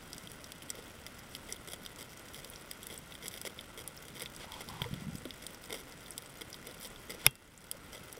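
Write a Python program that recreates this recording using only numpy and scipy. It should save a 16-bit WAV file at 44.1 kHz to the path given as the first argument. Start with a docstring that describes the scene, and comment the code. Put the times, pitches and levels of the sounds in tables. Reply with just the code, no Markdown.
"""A frying hiss and crackle of distant shrimp over a low wash: a coral reef inside a diver's camera case.
Near snaps are noise bursts and rasping fish are stick-slip noise, both ringing the watertight case.
Air glugs and fizzes as swelling sines; noise swells as water swishes and briefly leads into a crack.
That one very close crack, made of ringing modes, a thump and a burst, makes the gain control duck."""
import sys
import numpy as np
from scipy import signal
from scipy.fft import rfft, irfft
from scipy.io import wavfile
from scipy.ndimage import uniform_filter1d

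SR = 44100
rng = np.random.default_rng(int(sys.argv[2]) if len(sys.argv) > 2 else 0)


def unload_wav(signal):
    """Save mono or channel-first audio to the path in sys.argv[1] as 16-bit WAV at rate SR, clipped to [-1, 1]."""
    wavfile.write(
        sys.argv[1],
        SR,
        np.round(np.clip(np.atleast_2d(signal).T, -1, 1) * 32767).astype(np.int16),
    )


N = 361179
TIME = np.arange(N) / SR


def amp(db):
    """Decibels to gain."""
    return 10 ** (np.asarray(db) / 20)


def evened(x):
    """Scales to rms 1."""
    return x / np.sqrt(np.mean(x ** 2) + 1e-20)


def read(points, hz):
    """Interpolates (Hz, dB) points on a log-frequency axis."""
    f, value = np.transpose(points)
    return np.interp(np.log(hz + 1), np.log(f + 1), value)


def add(mix, start_s, sound):
    """Mixes a sound in at start_s."""
    part = mix[max(round(start_s * SR), 0):][:len(sound)]
    part += sound[:len(part)]


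def coloured(x, spectrum):
    """Filters by a spectrum of (Hz, dB) points."""
    hz = np.fft.rfftfreq(len(x), 1 / SR)
    return irfft(rfft(x) * amp(read(spectrum, hz)), len(x))


def causal(log_gain):
    """Causal (minimum-phase) spectrum with this log gain around the full frequency circle."""
    return np.exp(np.conj(signal.hilbert(log_gain)))


def swells(rows, attack_s, release_s):
    """Gain over time of events that rise, hold and fall."""
    gain = np.zeros(N)
    for start_s, length_s, db in rows:
        rise = (TIME - start_s) / attack_s
        fall = (start_s + length_s - TIME) / release_s
        gain += amp(db) * np.clip(np.minimum(rise, fall), 0, 1)
    return gain


# Resonances of the camera case. Each row: centre in Hz, half-power width in Hz, relative level in dB.
CASE_MODES = [(453, 285, 3.5), (876, 460, -7.5), (1412, 206, -3), (2040, 276, -1), (2780, 110, -20),
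              (3276, 320, -2), (3630, 300, -7), (4940, 290, -6), (5470, 360, -9), (5847, 190, -5.5),
              (7340, 440, -14.5), (8050, 234, -4.5), (8730, 260, -8), (9180, 360, -9), (10000, 290, -10),
              (10830, 530, -7), (11380, 550, -11), (11970, 400, -11), (13500, 690, -14), (14800, 1200, -14)]


def case_response(leak_db, leak_edge_hz=11500, size=1024):
    """Impulse response of the case: its resonances over a direct leak."""
    hz = abs(np.fft.fftfreq(size, 1 / SR))
    power = amp(leak_db) ** 2 / (1 + (hz / leak_edge_hz) ** 2) ** 2
    for centre_hz, width_hz, db in CASE_MODES:
        power = power + amp(db) ** 2 * 0.5 ** ((2 * (hz - centre_hz) / width_hz) ** 2)
    return np.fft.ifft(causal(np.log(power) / 2)).real


def through_case(force, case, colour_db, db, level_s):
    """Rings the case with a coloured force; total energy equals rms level db held for level_s."""
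    hz = np.maximum(abs(np.fft.fftfreq(len(case), 1 / SR)), SR / len(case))
    path = np.fft.ifft(causal(np.log(amp(colour_db(hz)))) * np.fft.fft(case)).real
    rung = signal.fftconvolve(force, path)
    return amp(db) * evened(rung) * np.sqrt(level_s * SR / len(rung))


def collapse(decay_s, echo_db, echo_decay_s, size=900):
    """A cavity collapses: a burst of about a millisecond, then scatter from the rock around."""
    t = np.arange(size) / SR
    burst = np.exp(-(t / decay_s) ** 2)
    scatter = amp(echo_db) * np.exp(-t / echo_decay_s)
    return rng.standard_normal(size) * (burst + scatter)


def bubble(start_hz, swell_s, rise_per_s):
    """A pocket of air swells into ringing and dies away, its pitch rising slightly."""
    t = np.arange(SR // 8) / SR
    age = t / swell_s
    return age * np.exp(1 - age) * np.sin(2 * np.pi * start_hz * t * (1 + rise_per_s * t))


def trickle(low_hz, high_hz, per_s, cycles, count=16):
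    """A random stream of bubbles of many sizes; each swells over a set number of cycles."""
    out = np.zeros(N)
    for hz in np.geomspace(low_hz, high_hz, count):
        births = rng.standard_normal(N) * (rng.random(N) < per_s / count / SR)
        out += signal.oaconvolve(births, bubble(hz, cycles / hz, rise_per_s=1))[:N]
    return evened(out)


# Colour of the far crackle, apart from the case. Each row: frequency in Hz, relative level in dB.
FAR_COLOUR = [(300, -6), (1400, 2.5), (2100, -3.5), (2750, 1.5), (3300, -7), (5500, -9), (9000, -7.5),
              (16000, -14.5)]


def far_reef(case, per_s=3000, rms_db=-56):
    """Thousands of distant snaps merge into a frying hiss."""
    clicks = rng.standard_normal(N) * (rng.random(N) < per_s / SR)
    rung = signal.oaconvolve(clicks, case)[:N]
    return amp(rms_db) * evened(coloured(rung, FAR_COLOUR))


# Colour of the nearer crackle before the case. 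Each row: frequency in Hz, relative level in dB.
NEARER_COLOUR = [(300, -8.5), (1400, -11.5), (2100, -1), (3300, 0), (5300, 1), (8000, 3.5), (11000, 1),
                 (15000, 4)]


def crackle(case, spread_db=3.5, cap_db=15, rms_db=-59.5, tint_db=6, count=1300):
    """Shrimp farther off: random snaps, mostly faint, each tinted by its own path through the rock."""
    out = np.zeros(N)
    hz = abs(np.fft.fftfreq(len(case), 1 / SR))
    knots_hz = np.linspace(0, SR / 2, num=14)
    draws = rng.standard_normal((count, len(knots_hz)))
    tints = np.array([np.interp(hz, knots_hz, row) for row in draws])
    log_gain = np.log(amp(read(NEARER_COLOUR, hz) + tint_db * tints))
    paths = causal(log_gain) * np.fft.fft(case)  # causal: the attack stays sharp
    sizes_db = np.minimum(spread_db * rng.exponential(1, count), cap_db)
    starts_s = rng.random(count) * N / SR
    for start_s, size_db, path in zip(starts_s, sizes_db, paths):
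        force = collapse(decay_s=0.00048, echo_db=-1.0, echo_decay_s=0.0036, size=len(case))
        rung = np.fft.ifft(np.fft.fft(force) * path).real
        add(out, start_s, amp(size_db) * evened(rung))
    return amp(rms_db) * evened(out)


# Spectrum of the low wash. Each row: frequency in Hz, relative density in dB per Hz.
WASH_COLOUR = [(15, -13), (25, 1.5), (50, 0.5), (150, 0.5), (280, -2), (450, -11.5), (700, -13.5),
               (1400, -14), (2600, -16.5), (6500, -25.5), (16000, -32.5)]


def water(level_db=-55, sway_rms_db=0.57):
    """Low wash of water around the case, swaying slowly."""
    waves = [np.sin(2 * np.pi * (f * TIME + rng.random())) / np.sqrt(f)
             for f in np.geomspace(0.3, 6, num=12)]
    sway = evened(sum(waves))
    wash = evened(coloured(rng.standard_normal(N), WASH_COLOUR))
    return amp(level_db + sway_rms_db * sway) * wash


def burble(rms_db=-67.5):
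    """Faint bubbles all along, born at random over two octaves."""
    return amp(rms_db) * trickle(low_hz=137.6, high_hz=547, per_s=55, cycles=1.24)


# Colour all near snaps share before the case. Each row: frequency in Hz, relative level in dB.
SNAP_COLOUR = [(460, 0.5), (1100, -4.5), (2100, -0.7), (2650, 3), (3400, 1), (4200, 2.7), (5300, -2),
               (6600, -5.5), (7900, -2.5), (11000, 1.8), (14200, 5)]
# Near shrimp snaps. Each row: start in seconds, level in dB (rms over 10 ms), pitch in Hz, spread in octaves.
NEAR_SNAPS = [(0.1313, -43, 5650, 0.66), (0.181, -46.5, 6030, 0.48), (0.273, -47.5, 3850.0, 1.1),
              (0.317, -49.3, 9070.0, 0.9), (0.4427, -47.5, 5500, 0.58), (0.5202, -45, 4970, 0.9),
              (0.621, -49.5, 2610.0, 1.2), (0.7025, -35.5, 6570, 0.39), (1.0653, -43.5, 3520.0, 1.5),
              (1.3508, -41.5, 3570, 1.3), (1.5244, -37.5, 6720.0, 0.41), (1.862, -43, 3750, 0.89),
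              (2.3449, -47.5, 4160.0, 1.8), (2.446, -46.5, 4400, 1.1), (2.5003, -48, 11580.0, 0.49),
              (2.559, -48.8, 5600, 0.34), (2.713, -40.5, 4970, 1.31), (2.8305, -46.5, 7250.0, 1.2),
              (2.8688, -43, 10250.0, 1.3), (2.9773, -45, 7490.0, 0.4), (3.122, -48.9, 3100.0, 0.55),
              (3.1525, -48, 3540.0, 1.3), (3.2814, -38.7, 6900.0, 0.42), (3.34, -46.2, 4520.0, 1.8),
              (3.3756, -47.0, 4950.0, 1.7), (3.4147, -42, 8000.0, 1.1), (3.5903, -43, 3000, 0.39),
              (3.61, -50.5, 4890.0, 1.13), (3.8768, -40, 8800, 0.61), (3.9756, -51, 5570, 0.18),
              (4.0828, -50, 5860, 0.91), (4.22, -40, 5010.0, 2.4), (4.2589, -42, 3340.0, 0.45),
              (4.3637, -48, 7280.0, 0.7), (4.52, -45, 5060.0, 1.1), (4.54, -46, 3030.0, 1.27),
              (4.6879, -45.5, 5390.0, 0.84), (4.8183, -33.5, 1720, 1.54), (4.8423, -44.2, 2560.0, 0.89),
              (4.9398, -46, 1960, 2.4), (5.183, -52, 7300, 0.22), (5.2538, -45, 1000.0, 2.4),
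              (5.307, -43.5, 4200.0, 0.75), (5.4663, -41, 7200, 0.63), (5.6398, -50.5, 5330.0, 1.02),
              (5.7059, -45.5, 1840.0, 3.0), (6.1068, -44, 9000, 0.39), (6.179, -38.5, 6860, 0.93),
              (6.5293, -46.3, 5940.0, 0.4), (6.5432, -47, 4720.0, 0.74), (6.6706, -45, 5480.0, 3.3),
              (6.853, -47, 4270.0, 0.57), (6.9602, -52, 3980.0, 0.67), (7.1049, -43, 6110.0, 2.1),
              (7.309, -50, 8900, 0.73), (7.3544, -48, 7570.0, 0.71), (7.5767, -48.7, 7550, 0.22),
              (7.714, -32.0, 7560, 1), (8.127, -46, 9200, 0.87)]


def snaps(case, skirt=1.1):
    """Near snaps: each is strongest around a pitch of its own and falls away to both sides."""
    out = np.zeros(N)
    for start_s, db, pitch_hz, octaves in NEAR_SNAPS:
        def colour_db(hz):
            offset = np.log2(hz / pitch_hz) / octaves
            return read(SNAP_COLOUR, hz) - skirt * 20 * np.log10(1 + offset ** 2)
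        force = collapse(decay_s=0.001, echo_db=-8.5, echo_decay_s=0.0046)
        add(out, start_s, through_case(force, case, colour_db, db, level_s=0.01))
    return out


# Colour all rasping strokes share before the case. Each row: frequency in Hz, relative level in dB.
RASP_COLOUR = [(150, -6), (460, -1.5), (700, -3.5), (1100, 0), (1450, -5.5), (2100, 2.8), (3400, 1.7),
               (5300, 1.2), (7900, -1.1), (11000, -0.5), (14200, -2)]
# Strokes of grazing fish. Each row: start in seconds, length in seconds, level in dB before the common gain,
# brightness in dB per octave.
STROKES = [(0.745, 0.055, -51, -1.2), (1.488, 0.058, -50, -0.5), (1.675, 0.014, -45.5, 0.5),
           (1.7, 0.024, -48.5, 1.8), (1.734, 0.01, -41, 0.5), (1.987, 0.042, -49, 1.5),
           (2.335, 0.07, -52.5, 2), (2.9, 0.065, -50.5, 0.5), (3.225, 0.03, -48.5, 0.5),
           (3.2575, 0.012, -43, 0), (3.312, 0.072, -53.5, 2.2), (3.451, 0.028, -40.5, 0.1),
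           (3.776, 0.045, -48, 0.8), (4.153, 0.029, -49.5, 0.5), (4.196, 0.046, -46.5, 0.3),
           (4.607, 0.013, -44.5, 0), (4.69, 0.025, -53, 0.5), (5.423, 0.024, -50.5, 0.7),
           (5.698, 0.034, -46, -2.2), (5.7263, 0.0079, -37.2, 0), (5.741, 0.0079, -39.5, -0.5),
           (5.751, 0.06, -49.5, 1), (6.41, 0.015, -42.5, -0.7), (6.645, 0.059, -52.5, -1.5),
           (6.811, 0.064, -48.5, 3), (7.096, 0.032, -45, 0), (7.139, 0.016, -47.5, 0.1),
           (7.93, 0.05, -50, 0)]


def scrapes(case, slips_per_s=135, slip_decay_s=0.0016, grit=0.2, uneven_db=2.5,
            knock_hz=470, knock=0.83, gain_db=0.5):
    """Teeth drag over rock, catching and slipping at an uneven pace, with a hollow knock in each slip."""
    out, t = np.zeros(N), np.arange(SR // 8) / SR
    hollow = signal.iirpeak(knock_hz, 3.5, fs=SR)
    for start_s, length_s, db, brightness in STROKES:
        def colour_db(hz):
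            return read(RASP_COLOUR, hz) + brightness * np.log2(hz / knock_hz)
        gaps_s = rng.uniform(0.4, 1.6, size=30) / slips_per_s
        slips_s = np.cumsum(gaps_s) - gaps_s[0]
        age_s = t - slips_s[:, None]
        sizes = amp(uneven_db * rng.standard_normal(len(gaps_s)))
        grip = grit + sizes @ (np.exp(-abs(age_s) / slip_decay_s) * (age_s >= 0))
        force = grip * rng.standard_normal(len(t)) * (t <= length_s)
        force = force + knock * signal.lfilter(*hollow, force)
        add(out, start_s, through_case(force, case, colour_db, db, level_s=length_s))
    return amp(gain_db) * out


# Pockets of air that glug. Each row: start in seconds, starting pitch in Hz, peak in dB, swell in seconds.
AIR_POCKETS = [(2.457, 513, -48.5, .003), (4.443, 710, -42.5, 0.0015), (4.817, 137, -29.5, 0.0031),
               (4.845, 112, -42, 0.016), (4.857, 475, -39.5, .0063), (4.911, 160, -33.5, 0.0024),
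               (4.93, 152, -27.5, 0.0026), (4.94, 263, -41, .0028), (4.959, 220, -38, 0.0017),
               (4.973, 160, -39, 0.0065), (5.02, 188, -35, 0.0024), (5.047, 175, -39, 0.0044),
               (5.068, 170, -32.5, .0032), (5.082, 180, -33.5, 0.0046), (5.096, 220, -38, .003),
               (5.128, 160, -39, 0.0048), (5.151, 183, -31.5, .0018), (5.255, 313, -35.5, 0.0025),
               (5.258, 566, -45, .0024), (5.262, 250, -42.5, .0085), (7.748, 550, -45, .003),
               (8.175, 468, -40.5, 0.002)]


def glugs():
    """Large bubbles and soft thumps close to the case: swelling sines of slightly rising pitch."""
    out = np.zeros(N)
    for start_s, hz, db, swell_s in AIR_POCKETS:
        add(out, start_s, amp(db) * bubble(hz, swell_s, rise_per_s=0.39))
    return out


# Colour of the noise swells. Each row: frequency in Hz, relative level in dB.
NOISE_SWELL_COLOUR = [(100, 4), (450, -5.5), (1000, -1), (3300, 1.5), (7000, -7.5), (10000, -8.5),
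                      (16000, -17)]
# Swells of noise: water swishes, and a short rise of noise leading into the crack.
# Each row: start in seconds, length in seconds, rms level in dB.
NOISE_SWELLS = [(4.38, .085, -49), (4.5, 0.14, -53), (4.68, 0.19, -55.5), (4.84, 0.21, -59.5),
                (7.175, 0.13, -52.5), (7.24, .04, -40.5)]


def noise_swells(case, direct=0.86):
    """Water swishes, and a short rise of noise into the crack: noise partly direct, partly ringing the case."""
    noise = rng.standard_normal(N)
    rung = evened(signal.oaconvolve(noise, case)[:N])
    gain = swells(NOISE_SWELLS, attack_s=0.033, release_s=0.018)
    return gain * evened(coloured(direct * noise + rung, NOISE_SWELL_COLOUR))


SPURT_ATTACK_S, SPURT_RELEASE_S = 0.017, 0.045
# Spurts of small bubbles. Each row: start in seconds, length in seconds, rms level in dB.
SPURTS = [(4.46, .18, -57), (4.675, 0.22, -52)]


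def fizz():
    """Spurts of small bubbles, dense and high."""
    gain = swells(SPURTS, SPURT_ATTACK_S, SPURT_RELEASE_S)
    return gain * trickle(low_hz=820, high_hz=1110, per_s=930, cycles=1.9)


# A run of larger bubbles. Each row: start in seconds, length in seconds, rms level in dB.
GURGLES = [(4.66, 0.61, -54.5)]


def gurgle():
    """Larger bubbles rumble under the glugs."""
    gain = swells(GURGLES, SPURT_ATTACK_S, SPURT_RELEASE_S)
    return gain * trickle(low_hz=84, high_hz=209, per_s=200, cycles=0.6)


CRACK_S = 7.2646
# Colour of the crack's burst before the case. Each row: frequency in Hz, relative level in dB.
BURST_COLOUR = [(250, -21.5), (500, -8), (900, -2), (1400, -4.5), (2000, -5), (2500, 6), (3300, -6),
                (5000, 3.5), (6500, -5), (8000, -6), (10000, 6), (12300, 4), (13500, -1), (15500, -3)]


def crack_blow(case, burst_db=-29, thump_hz=127, thump_db=-28, thump_lead_s=0.003):
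    """The blow of the loud crack: a soft push of water, then a broad burst between the modes."""
    out = np.zeros(N)
    thump = bubble(thump_hz, swell_s=0.0077, rise_per_s=0.39)
    add(out, CRACK_S - thump_lead_s, amp(thump_db) * thump)
    force = collapse(decay_s=0.0011, echo_db=-15, echo_decay_s=0.0035)
    burst = through_case(force, case, lambda hz: read(BURST_COLOUR, hz), burst_db, level_s=0.049)
    add(out, CRACK_S, burst)
    return out


# Modes the crack rings with. Each row: frequency in Hz, level in dB before the common gain, t60 in seconds.
CRACK_MODES = [(45, -38, .1), (413, -34.5, 0.052), (865, -28.5, 0.028), (1160, -29, 0.018),
               (1570, -22.5, 0.014), (2140, -13.5, 0.016), (2510, -9.5, 0.012), (2720, -51, 0.42),
               (2840, -19.5, 0.018), (3260, -42, 0.14), (3570, -11.5, 0.013), (4980, -17.5, 0.0095),
               (5450, -16.5, .009), (8050, -23.5, 0.011), (9300, -14.5, 0.0093), (10600, -3.5, 0.0054),
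               (11620, -6.5, 0.0055), (13260, -16.5, 0.01), (14950, -17, 0.0065)]


def crack_ring(contact_s=0.00063, gain_db=4.0):
    """A hard tick right on the case sets off modes of alternating sign, each with its own decay."""
    out, t = np.zeros(N), np.arange(SR // 2) / SR
    modes = np.zeros(len(t))
    for k, (hz, db, t60_s) in enumerate(CRACK_MODES):
        modes += (-1) ** k * amp(db - 60 * t / t60_s) * np.sin(2 * np.pi * hz * t)
    add(out, CRACK_S, amp(gain_db) * modes * (1 - np.exp(-t / contact_s)))
    return out


def scene():
    """All the sources at the one microphone inside the case."""
    case = case_response(leak_db=-15)
    diffuse = case_response(leak_db=-10)  # sound from all sides evens out the resonances
    background = far_reef(diffuse) + crackle(diffuse) + water() + burble()
    animals = snaps(case) + scrapes(case)
    air_and_noise = glugs() + noise_swells(diffuse) + fizz() + gurgle()
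    crack = crack_blow(diffuse) + crack_ring()
    return (background + animals + air_and_noise + crack)[None]


def record(dry, threshold_db=-31, slope=0.53, recover_db_per_s=28, smooth_s=0.044):
    """Gain control ducks late after loud peaks and recovers; the input rounds peaks; then the band limit."""
    power_db = 10 * np.log10(abs(uniform_filter1d(dry[0] ** 2, size=400)) + 1e-12)
    fall_db = TIME * recover_db_per_s
    held_db = np.maximum.accumulate(power_db + fall_db) - fall_db
    over_db = np.maximum(held_db - threshold_db, 0)
    late_db = np.pad(over_db, (220, 0))[:N]  # 5 ms late
    r = np.exp(-1 / (smooth_s * SR))
    ducked = dry / amp(slope * signal.lfilter([1 - r], [1, -r], late_db))
    rounded = 0.7 * np.tanh(ducked / 0.7)
    lowpass = signal.firwin(401, 15900, window=("kaiser", 8), fs=SR)
    return signal.oaconvolve(rounded, lowpass[None], "same")


dry = scene()
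out = record(dry)
unload_wav(out)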